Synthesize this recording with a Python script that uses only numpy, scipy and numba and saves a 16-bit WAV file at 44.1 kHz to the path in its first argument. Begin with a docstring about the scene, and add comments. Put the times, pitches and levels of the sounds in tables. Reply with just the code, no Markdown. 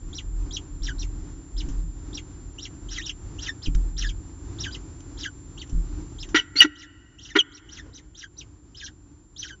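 """A falcon feeds her downy chicks in a wooden nest box, heard by the box's small camera.
From the start the chicks beg in arching two-voiced cheeps over a steady rumble, hiss and thin whine.
Her tugs at the prey shake and thump the floor, with small clicks of beak and pebbles.
Past 6 s come three loud chups, pulsed rasps with whistles: the housing rings, the camera's gain ducks.
Last, her foot drags through the gravel, and the chicks cheep on while the gain slowly recovers."""
import sys
import numpy as np
from scipy import signal
from scipy.fft import rfft, irfft
from scipy.io import wavfile
from numba import njit

SR = 44100
rng = np.random.default_rng(int(sys.argv[2]) if len(sys.argv) > 2 else 0)


def persist_wave(psi):
    """Save psi, clipped to +-1, as 16-bit WAV."""
    counts = np.round(np.clip(psi, -1, 1) * 32767).astype(np.int16)
    wavfile.write(sys.argv[1], SR, np.atleast_2d(counts).T)


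N = 423360  # samples, 9.6 s


def undb(db):
    """Decibels to amplitude gain."""
    return 10 ** (np.asarray(db) / 20)


def unit(x):
    """Scale to rms 1."""
    return x / np.sqrt(np.mean(x ** 2))


def span(length_s):
    """Sample times [s] over a length."""
    return np.arange(int(length_s * SR)) / SR


def add(out, start_s, x):
    """Mix a sound in at a time, cut at the end of the scene."""
    i = int(start_s * SR)
    out[i:i + len(x)] += x[:len(out) - i]


def noise(size):
    """White noise, spread 1."""
    return rng.standard_normal(size)


def colour(x, points):
    """Filter by a (frequency [Hz], gain [dB]) curve, straight on a log frequency axis."""
    hz, db = np.transpose(points)
    f = np.maximum(np.fft.rfftfreq(len(x), 1 / SR), 1)
    gain = undb(np.interp(np.log(f), np.log(hz), db))
    return irfft(rfft(x) * gain, len(x))


def resonate(x, hz, width_hz):
    """One resonance, gain 1 at its centre."""
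    return signal.lfilter(*signal.iirpeak(hz, hz / width_hz, fs=SR), x)


def flutter(size, rate_hz):
    """Low-passed noise, rms 1: a smooth random wander."""
    lowpass = signal.butter(2, rate_hz, fs=SR, output="sos")
    settled = signal.sosfilt(lowpass, noise(size + SR // 10))[-size:]
    return unit(settled)


def fade(t, t60_s):
    """Exponential decay, -60 dB at t60."""
    return np.exp(-np.log(1000) * t / t60_s)


def envelope(t, attack_s, hold_s, t60_s):
    """Linear attack, hold and exponential release."""
    return np.clip(t / attack_s, 0, 1) * fade(np.maximum(t - attack_s - hold_s, 0), t60_s)


def ring(modes, length_s):
    """Impulse response of a set of modes: a sum of decaying sines."""
    t = span(length_s)
    return sum(undb(db) * fade(t, t60_s) * np.sin(2 * np.pi * hz * t) for hz, db, t60_s in modes)


def box(x, wet_db, t60_s):
    """Direct sound plus the quick, dense echoes of the close walls: decaying noise after 2 ms."""
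    t = span(t60_s)
    echoes = noise(len(t)) * fade(t, t60_s) * (t > .002)
    echoes = echoes / np.linalg.norm(echoes)
    return x + undb(wet_db) * signal.fftconvolve(x, echoes)[:len(x)]


def voice(hz, jitter, shimmer, overtone_db, slope_db, flutter_hz):
    """One vibrating membrane of the syrinx: a wavering tone with overtones 2 to 5."""
    wavering_hz = hz * (1 + jitter * flutter(len(hz), flutter_hz))
    phase = 2 * np.pi * np.cumsum(wavering_hz) / SR
    overtones = sum(undb(overtone_db + slope_db * (k - 3)) * np.sin(k * phase) * (k * hz < SR / 4)
                    for k in range(2, 6))
    return np.sqrt(2) * (np.sin(phase) + overtones) * (1 + shimmer * flutter(len(hz), flutter_hz))


# chick cheeps: (time [s], rise [s], fall [s], tail [s], top [Hz], end [Hz],
# relative level [dB], roughness [0-1])
CHICK_CHEEPS = [ (.128, .034, 0.026, 0.029, 5800, 1850, -34, 0.14),
                (.506, .039, 0.025, .020, 5950, 1910, -30.5, 0.13),
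                (.819, .029, 0.025, 0.045, 5600, 1440, -34, 0.43),
                (.982, .021, .025, 0.03, 5850, 2020, -32.5, 0.2),
                (1.565, .022, 0.021, 0.021, 5250, 1910, -35, 0.33),
                (2.129, .027, 0.023, 0.021, 5650, 1860, -32.5, 0.25),
                (2.581, .054, 0.02, 0.024, 5600, 1800, -34.5, .3),
                (2.885, .043, 0.04, 0.04, 5650, 1785, -36, 0.68),
                (2.999, .045, .027, 0.018, 3850, 2020, -36, .08),
                (3.046, .025, 0.025, .020, 5650, 1810, -33.5, .35),
                (3.384, .054, 0.031, 0.041, 5600, 1693, -34, 0.64),
                (3.619, .023, .020, 0.022, 5250, 2180, -33.5, 0.36),
                (3.967, .026, 0.032, 0.049, 5600, 1663, -30, 0.5),
                (4.053, 0.026, 0.015, 0.023, 4800, 2100, -37, 0.37),
                (4.583, .031, 0.03, 0.047, 5600, 1482, -31.5, 0.38),
                (4.706, .027, 0.017, 0.021, 4950, 1780, -35.5, .29),
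                (5.173, .030, 0.038, 0.045, 5500, 1440, -33.5, 0.47),
                (5.573, .028, .017, 0.033, 4500, 1630, -37.5, .08),
                (6.183, .029, 0.02, 0.027, 5350, 1720, -35.5, 0.2),
                (6.752, .046, 0.023, 0.034, 5500, 1632, -34, 0.54),
                (7.181, .057, 0.017, 0.011, 5600, 2250, -33.5, 0.4),
                (7.208, .057, 0.027, .041, 5700, 1713, -35, .7),
                (7.332, .030, .016, .014, 3410, 2020, -34.5, 0),
                (7.515, .043, .020, .014, 5700, 1860, -32.5, .22),
                (7.687, .051, 0.036, 0.04, 5700, 1678, -32.5, 0.63),
                (7.929, .029, 0.024, 0.022, 6200, 1573, -30, .28),
                (8.146, .044, 0.031, 0.036, 5800, 1444, -31, 0.49),
                (8.366, .022, 0.025, .024, 5950, 1950, -31, 0.19),
                (8.745, .040, .025, 0.042, 5200, 1516, -31.5, 0.48),
                (8.819, .032, 0.017, 0.025, 5950, 1310, -26.5, .3),
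                (9.361, .040, .031, 0.034, 6100, 1380, -25, .29),
                (9.429, .025, 0.029, 0.062, 5800, 1502, -30.5, 0.34)]
# chick's throat and open beak: (frequency [Hz], gain [dB])
BEAK_RESPONSE = [(800, -8.5), (1500, 7), (2300, -8.5), (3000, 5), (4500, -9), (5700, -1.5), (6800, -2.5),
                 (8000, -33)]


def chicks():
    """All the cheeps, coloured by throat and beak, echoing from the far corner of the box."""
    out = np.zeros(N)
    for start_s, *shape in CHICK_CHEEPS:
        add(out, start_s, cheep(*shape))
    return undb(-4.5) * box(colour(out, BEAK_RESPONSE), wet_db=-0.5, t60_s=0.058)


BREAK_HZ, LOW_VOICE_HZ = 3002, 4154  # pitch between fall and tail; mean ceiling of the slacker side
# start pitch as a share of the top: the longer the rise, the lower it starts
CHEEP_START_SHARE, START_SHARE_PER_S = .70, 4.2
CLEAN_TAIL_DB, ROUGH_TAIL_DB = -18, 16.5  # at roughness 0 and 1: harsh cries hold on longer
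# slacker side: level, wander of its ceiling (share); unevenness of both sides
SLACK_SIDE_DB, SLACK_WANDER, PATCHY_DB = -6.5, 0.0397, 2.5


def cheep(rise_s, fall_s, tail_s, top_hz, end_hz, db, rough):
    """Pitch arches up and drops to a low tail; under strain the syrinx's sides part and turn harsh."""
    top_s, fall_end_s, end_s = np.cumsum([rise_s, fall_s, tail_s])
    t = span(end_s)
    crest_s = top_s - .016 * rough  # a harsh cry tops out early and holds there

    start_hz = top_hz * (CHEEP_START_SHARE - START_SHARE_PER_S * rise_s)
    climb = np.sin(np.pi / 2 * np.clip(t / crest_s, 0, 1)) ** 1.6
    rise = start_hz + (top_hz - start_hz) * climb
    drop = top_hz - (top_hz - BREAK_HZ) * np.clip((t - top_s) / fall_s, 0, 1) ** 1.45
    tail = end_hz + (BREAK_HZ - end_hz) * np.exp(-np.maximum(t - fall_end_s, 0) / .0095)
    hz = np.where(t < top_s, rise, np.where(t < fall_end_s, drop, tail))

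    # the slacker side cannot follow to the top
    limit_hz = LOW_VOICE_HZ * (1 + SLACK_WANDER * flutter(len(t), 29.8))
    low_hz = hz / (1 + (hz / limit_hz) ** 8) ** (1 / 8)

    strain = np.interp(t, [0, top_s, fall_end_s, fall_end_s + .022], [0.15, 1, 1.4, 0.093])
    rough_strain = rough * strain
    high = voice(hz, 0.0025 + 0.078 * rough_strain, 0.41 * rough_strain,
                 overtone_db=-7, slope_db=-1.5, flutter_hz=750)
    low = voice(low_hz, .005 + .09 * rough_strain, .5 * rough_strain,
                overtone_db=-13, slope_db=-6, flutter_hz=600)
    high_patches = undb(PATCHY_DB * flutter(len(t), 120))
    low_patches = undb(SLACK_SIDE_DB + PATCHY_DB * flutter(len(t), 120))
    tones = high * high_patches + strain * low * low_patches

    # chaotic vibration fills the gaps between the tones
    chaos = unit(colour(noise(len(t)), [(900, -24), (1600, -3), (2300, -2), (3000, -2.5),
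                                        (5800, -0.5), (7500, -6.5)]))
    harsh = rough ** 2 * np.interp(t, [crest_s - .02, crest_s, fall_end_s, fall_end_s + 0.022],
                                   [0, 1, 1, 0])

    # blooms near the top, and again at the break
    tail_db = CLEAN_TAIL_DB + (ROUGH_TAIL_DB - CLEAN_TAIL_DB) * rough
    effort_db = np.interp(
        t, [0, crest_s - .010, crest_s - .005, top_s + 0.0023, (top_s + fall_end_s) / 2,
            fall_end_s, (fall_end_s + end_s) / 2, end_s],
        [-4, -7, 1, 0, -3.5, -1, tail_db, tail_db - 11.5])
    edges = np.clip(np.minimum(t, end_s - t) / 0.006, 0, 1)
    return (tones + undb(4.5) * harsh * chaos) * edges * undb(db + effort_db)


# mother's rasps: (time [s], attack [s], hold [s], t60 [s], throat level [dB], chest level [dB],
# mean pulse rate [Hz], throat tilt [dB per octave])
MOTHER_RASPS = [ (6.344, 0.0034, .020, .11, -12, -14.5, 306.4, 0.5),
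                (6.555, .002, .012, .2, -26, -29.5, 300, 6),
                (6.602, 0.019, .006, .065, -3, -26.5, 303.4, 5),
                (6.642, 0.0073, .002, .05, -14.5, -7, 294.7, -5),
                (7.352, 0.0074, .010, 0.061, -3, -6.5, 324.3, -5)]
# whistles her voice flips into: (time [s], attack [s], hold [s], start [Hz], end [Hz],
# start level [dB], swell [dB])
MOTHER_WHISTLES = [ (6.377, .004, .018, 3200, 2956, -26.5, 10), (6.556, .002, .008, 2195, 2155, -27, -2.5),
                   (6.56, .006, .033, 4080, 4670, -23, 11), (6.604, .003, 0.016, 2974, 2811, 9, -11),
                   (6.613, .004, .008, 2015, 1894, -4.5, 0.5), (6.628, .004, .020, 1714, 1400, -18.5, 0.5),
                   (7.385, .006, 0.019, 3356, 2945, -0.5, -5.5)]
# camera housing modes: (frequency [Hz], relative level [dB], t60 [s])
HOUSING_MODES = [(288.5, -1.5, 1.1), (1047, -10.5, 1.1), (1440, -6, 1.), (1523, -6, 1.4), (1820, -12, 1.3),
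                 (1955, -6.5, 1.2), (2140, -9, 1.1), (2840, -16.5, 1.3), (2907, -20.5, 1.5),
                 (3355, -7.5, 1.3)]


def mother():
    """Her chups, rasps and whistles, close to the camera and loud enough to ring its housing."""
    out = np.zeros(N)
    for start_s, *shape in MOTHER_RASPS:
        add(out, start_s, rasp(*shape))
    for start_s, *shape in MOTHER_WHISTLES:
        add(out, start_s, whistle(*shape))
    housing = signal.fftconvolve(out, ring(HOUSING_MODES, 1.5))[:N]
    # the housing's many weaker modes blur into a soft tail
    blur = box(out, wet_db=3, t60_s=1.8) - out
    late = colour(blur, [(150, -18.5), (300, 5), (600, -9), (1400, 2), (3200, -12.5),
                         (4300, -13.5), (7000, -24.5)])
    return box(out, wet_db=-12, t60_s=0.043) + undb(-82.5) * housing + undb(-26.5) * late


# mother's throat resonances: (frequency [Hz], width before narrowing [Hz], gain before tilt [dB])
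THROAT_RESONANCES = [(403, 30, -4), (1033, 380, -13.5), (1422, 92, 4.5), (1530, 65, 2.5), (1852, 56, 0.5),
                     (1957, 90, 3.5), (2190, 580, -3), (2826, 1100, -3.5), (3470, 460, -20.5),
                     (4500, 450, -20.5), (5800, 190, -15), (5780, 260, -12.5), (6920, 360, -18.5)]
THROAT_NARROWING = 0.92
CHEST_T60_S = 0.077
# noise-to-pulse ratio at the start; time in which it grows by 1
RASP_BREATH, BREAKUP_S = .25, 0.0062


def rasp(attack_s, hold_s, t60_s, db, chest_db, pulse_hz, tilt_db, opening_db=14, opening_s=.015):
    """Uneven slow pulses thud in the chest and rasp through the throat, soon breaking up into noise."""
    t = span(attack_s + hold_s + t60_s)
    cycles = np.cumsum(pulse_hz * (1 + 0.069 * flutter(len(t), 250))) / SR
    pulses = np.diff(np.floor(cycles), prepend=-1) * undb(2 * flutter(len(t), 300))
    puffs = np.exp(-(cycles % 1) / 0.67) * noise(len(t))
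    breath = np.minimum(RASP_BREATH + t / BREAKUP_S, 2)
    drive = (unit(pulses) + breath * unit(puffs)) / np.hypot(1, breath)

    # dull at first, brighter as the beak opens
    shut = np.maximum(1 - t / opening_s, 0)
    throat = np.zeros(len(t))
    for hz, width_hz, peak_db in THROAT_RESONANCES:
        width_hz = THROAT_NARROWING * width_hz
        resonance = resonate(resonate(drive, hz, width_hz), hz, width_hz)
        muffle_db = opening_db * shut * max(np.log2(hz / 2000), 0)
        throat += undb(peak_db + tilt_db * np.log2(hz / 1000) - muffle_db) * resonance

    chest = np.sqrt(2) * np.sin(2 * np.pi * cycles) * envelope(t, attack_s, .003, CHEST_T60_S)
    return undb(db) * unit(throat) * envelope(t, attack_s, hold_s, t60_s) + undb(chest_db) * chest


WHISTLE_T60_S = .025


def whistle(attack_s, hold_s, start_hz, end_hz, db, swell_db):
    """A nearly pure tone that glides, swells or sags, and breaks off."""
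    t = span(attack_s + hold_s + WHISTLE_T60_S)
    progress = np.minimum(t / (attack_s + hold_s), 1)
    hz = start_hz + (end_hz - start_hz) * progress
    tone = voice(hz, 0.014, .18, overtone_db=-23, slope_db=-4.5, flutter_hz=386)
    return tone * envelope(t, attack_s, hold_s, WHISTLE_T60_S) * undb(db + swell_db * progress)


# box floor modes: (frequency [Hz], relative level [dB], t60 [s])
FLOOR_MODES = [(41.3, 2.5, 0.46), (52.4, -4.5, 0.12), (82.5, -10, 0.22), (110, -8, 0.097),
               (164.3, -6, 0.27), (235, -7.5, 0.051), (275, -3, 0.099)]
# long pulls at the prey: (time [s], hold [s], level [dB])
PREY_PULLS = [(0, 0.029, -31.5), (.2, 0.24, -30.5), (0.694, 0.48, -29.5), (1.523, 0.29, -30.5),
              (1.997, 1.34, -42), (3.638, 0.46, -30), (4.3, 1.5, -48.5), (5.72, 0.24, -35.5),
              (6.05, .2, -41.5)]
# tugs that jolt the floor: (time [s], peak level [dB], push length [s])
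FLOOR_JOLTS = [(.815, -23, 0.0089), (1.684, -20.5, 0.002), (1.697, -19.5, 0.005), (1.77, -25, 0.011),
               (3.673, -19.5, 0.0018), (3.682, -11.5, 0.0032), (3.750, -10.5, 0.0072),
               (5.727, -19.5, 0.0038), (5.747, -15.5, 0.0041), (5.776, -17.5, 0.0068)]
# beak snaps and shifted pebbles: (time [s], level before decay [dB], t60 [s])
BEAK_TICKS = [(1.688, -46.5, 0.15), (3.749, -32.5, 0.034), (5.005, -47.5, 0.035), (5.674, -52, .02),
              (5.694, -48, 0.091), (6.289, -47.5, 0.13)]
PULL_ATTACK_S, PULL_T60_S = .05, .6
STANDING_DB = -53.5  # standing still, she barely stirs the floor


def feeding():
    """Pulling shakes the floor modes with noise, each jolt rings them, and beak and pebbles click."""
    force = colour(noise(N), [(18, -19), (36, 0), (90, 2), (160, -8), (300, -16.5), (700, -22)])
    shake = unit(signal.fftconvolve(force, ring(FLOOR_MODES, 0.69))[:N])
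    t = np.arange(N) / SR
    pulls = [undb(db) * envelope(t - start_s, PULL_ATTACK_S, hold_s, PULL_T60_S)
             for start_s, hold_s, db in PREY_PULLS]
    out = shake * np.maximum(np.max(pulls, axis=0), undb(STANDING_DB))

    for start_s, db, push_s in FLOOR_JOLTS:
        push = np.sin(np.pi * span(push_s) / push_s) ** 2
        thump = signal.fftconvolve(ring(FLOOR_MODES, .8), push)
        add(out, start_s, undb(db) * thump / np.abs(thump).max())

    t = span(0.12)
    for start_s, db, t60_s in BEAK_TICKS:
        crack = unit(colour(noise(len(t)), [(500, -27), (1500, 2), (2300, -9.5), (3000, 3),
                                            (4500, -11), (6000, 7), (8000, -6), (11000, -35.5)]))
        add(out, start_s, undb(db) * crack * fade(t, t60_s))
    return out


# foot drags through the gravel: (time [s], attack [s], t60 [s], level [dB])
FOOT_DRAGS = [(7.842, 0.033, 0.5, -39.5)]


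def step():
    """A dull, uneven scuff of talons on gravel: low-coloured noise with a fluttering level."""
    scuff = unit(colour(noise(N), [(80, -27), (290, 7), (430, 3), (630, -14), (950, -11),
                                   (2000, -24), (6000, -42)]))
    t = np.arange(N) / SR
    drag = sum(undb(db) * envelope(t - start_s, attack_s, 0, t60_s)
               for start_s, attack_s, t60_s, db in FOOT_DRAGS)
    return scuff * drag * undb(3.35 * flutter(N, 40))


# air and building rumble, before the slow waver: (frequency [Hz], density [dB per Hz])
AIR_SPECTRUM = [(24, -86.5), (48, -57), (100, -62), (150, -69), (225, -78), (295, -65), (345, -72),
                (460, -86), (620, -91.5), (900, -88.5), (1500, -93), (2200, -100), (4000, -102),
                (7000, -99)]
WHINE_HZ, WHINE_SPREAD_HZ, WHINE_DB = 7252, 43, -56


def background(waver_db=2.02):
    """Rumble and hiss from coloured noise, with the camera's thin, wavering whine on top."""
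    density_scale = np.sqrt(SR / 2)  # white noise to 0 dB per Hz
    air = colour(noise(N), AIR_SPECTRUM) * density_scale * undb(waver_db * flutter(N, 3))
    whine_hz = WHINE_HZ + WHINE_SPREAD_HZ * flutter(N, 62)
    whine = np.sin(2 * np.pi * np.cumsum(whine_hz) / SR)
    return air + undb(WHINE_DB) * unit(whine)


def scene():
    """Everything in the box, at one microphone."""
    return (chicks() + mother() + feeding() + step() + background())[None]


@njit
def follow(x, attack, release):
    """Envelope that rises fast and sinks slowly; attack and release are shares per sample."""
    out, e = np.empty(len(x)), 0.
    for i in range(len(x)):
        e += (abs(x[i]) - e) * (attack if abs(x[i]) > e else release)
        out[i] = e
    return out


CAMERA_TOP_HZ, OUTPUT_TOP_HZ = 7500, 15600  # low-pass before the gain control; after clipping


def record(dry, threshold_db=-14.5, attack_s=0.0014, release_s=3.9):
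    """Narrow-band camera: 2:1 gain control ducks fast, recovers slowly; the loudest peaks clip."""
    x = signal.sosfilt(signal.ellip(12, .2, 80, CAMERA_TOP_HZ, fs=SR, output="sos"), dry[0])
    # the gain control hardly hears the rumble
    sensed = signal.sosfilt(signal.butter(2, 150, "high", fs=SR, output="sos"), x)
    loudness = follow(sensed, 1 / (attack_s * SR), 1 / (release_s * SR))
    ducking = np.sqrt(np.maximum(loudness / undb(threshold_db), 1))
    x = np.clip(x / ducking, -1, 1)
    return signal.sosfilt(signal.ellip(8, .2, 70, OUTPUT_TOP_HZ, fs=SR, output="sos"), x)[None]


dry = scene()
out = record(dry)
persist_wave(out)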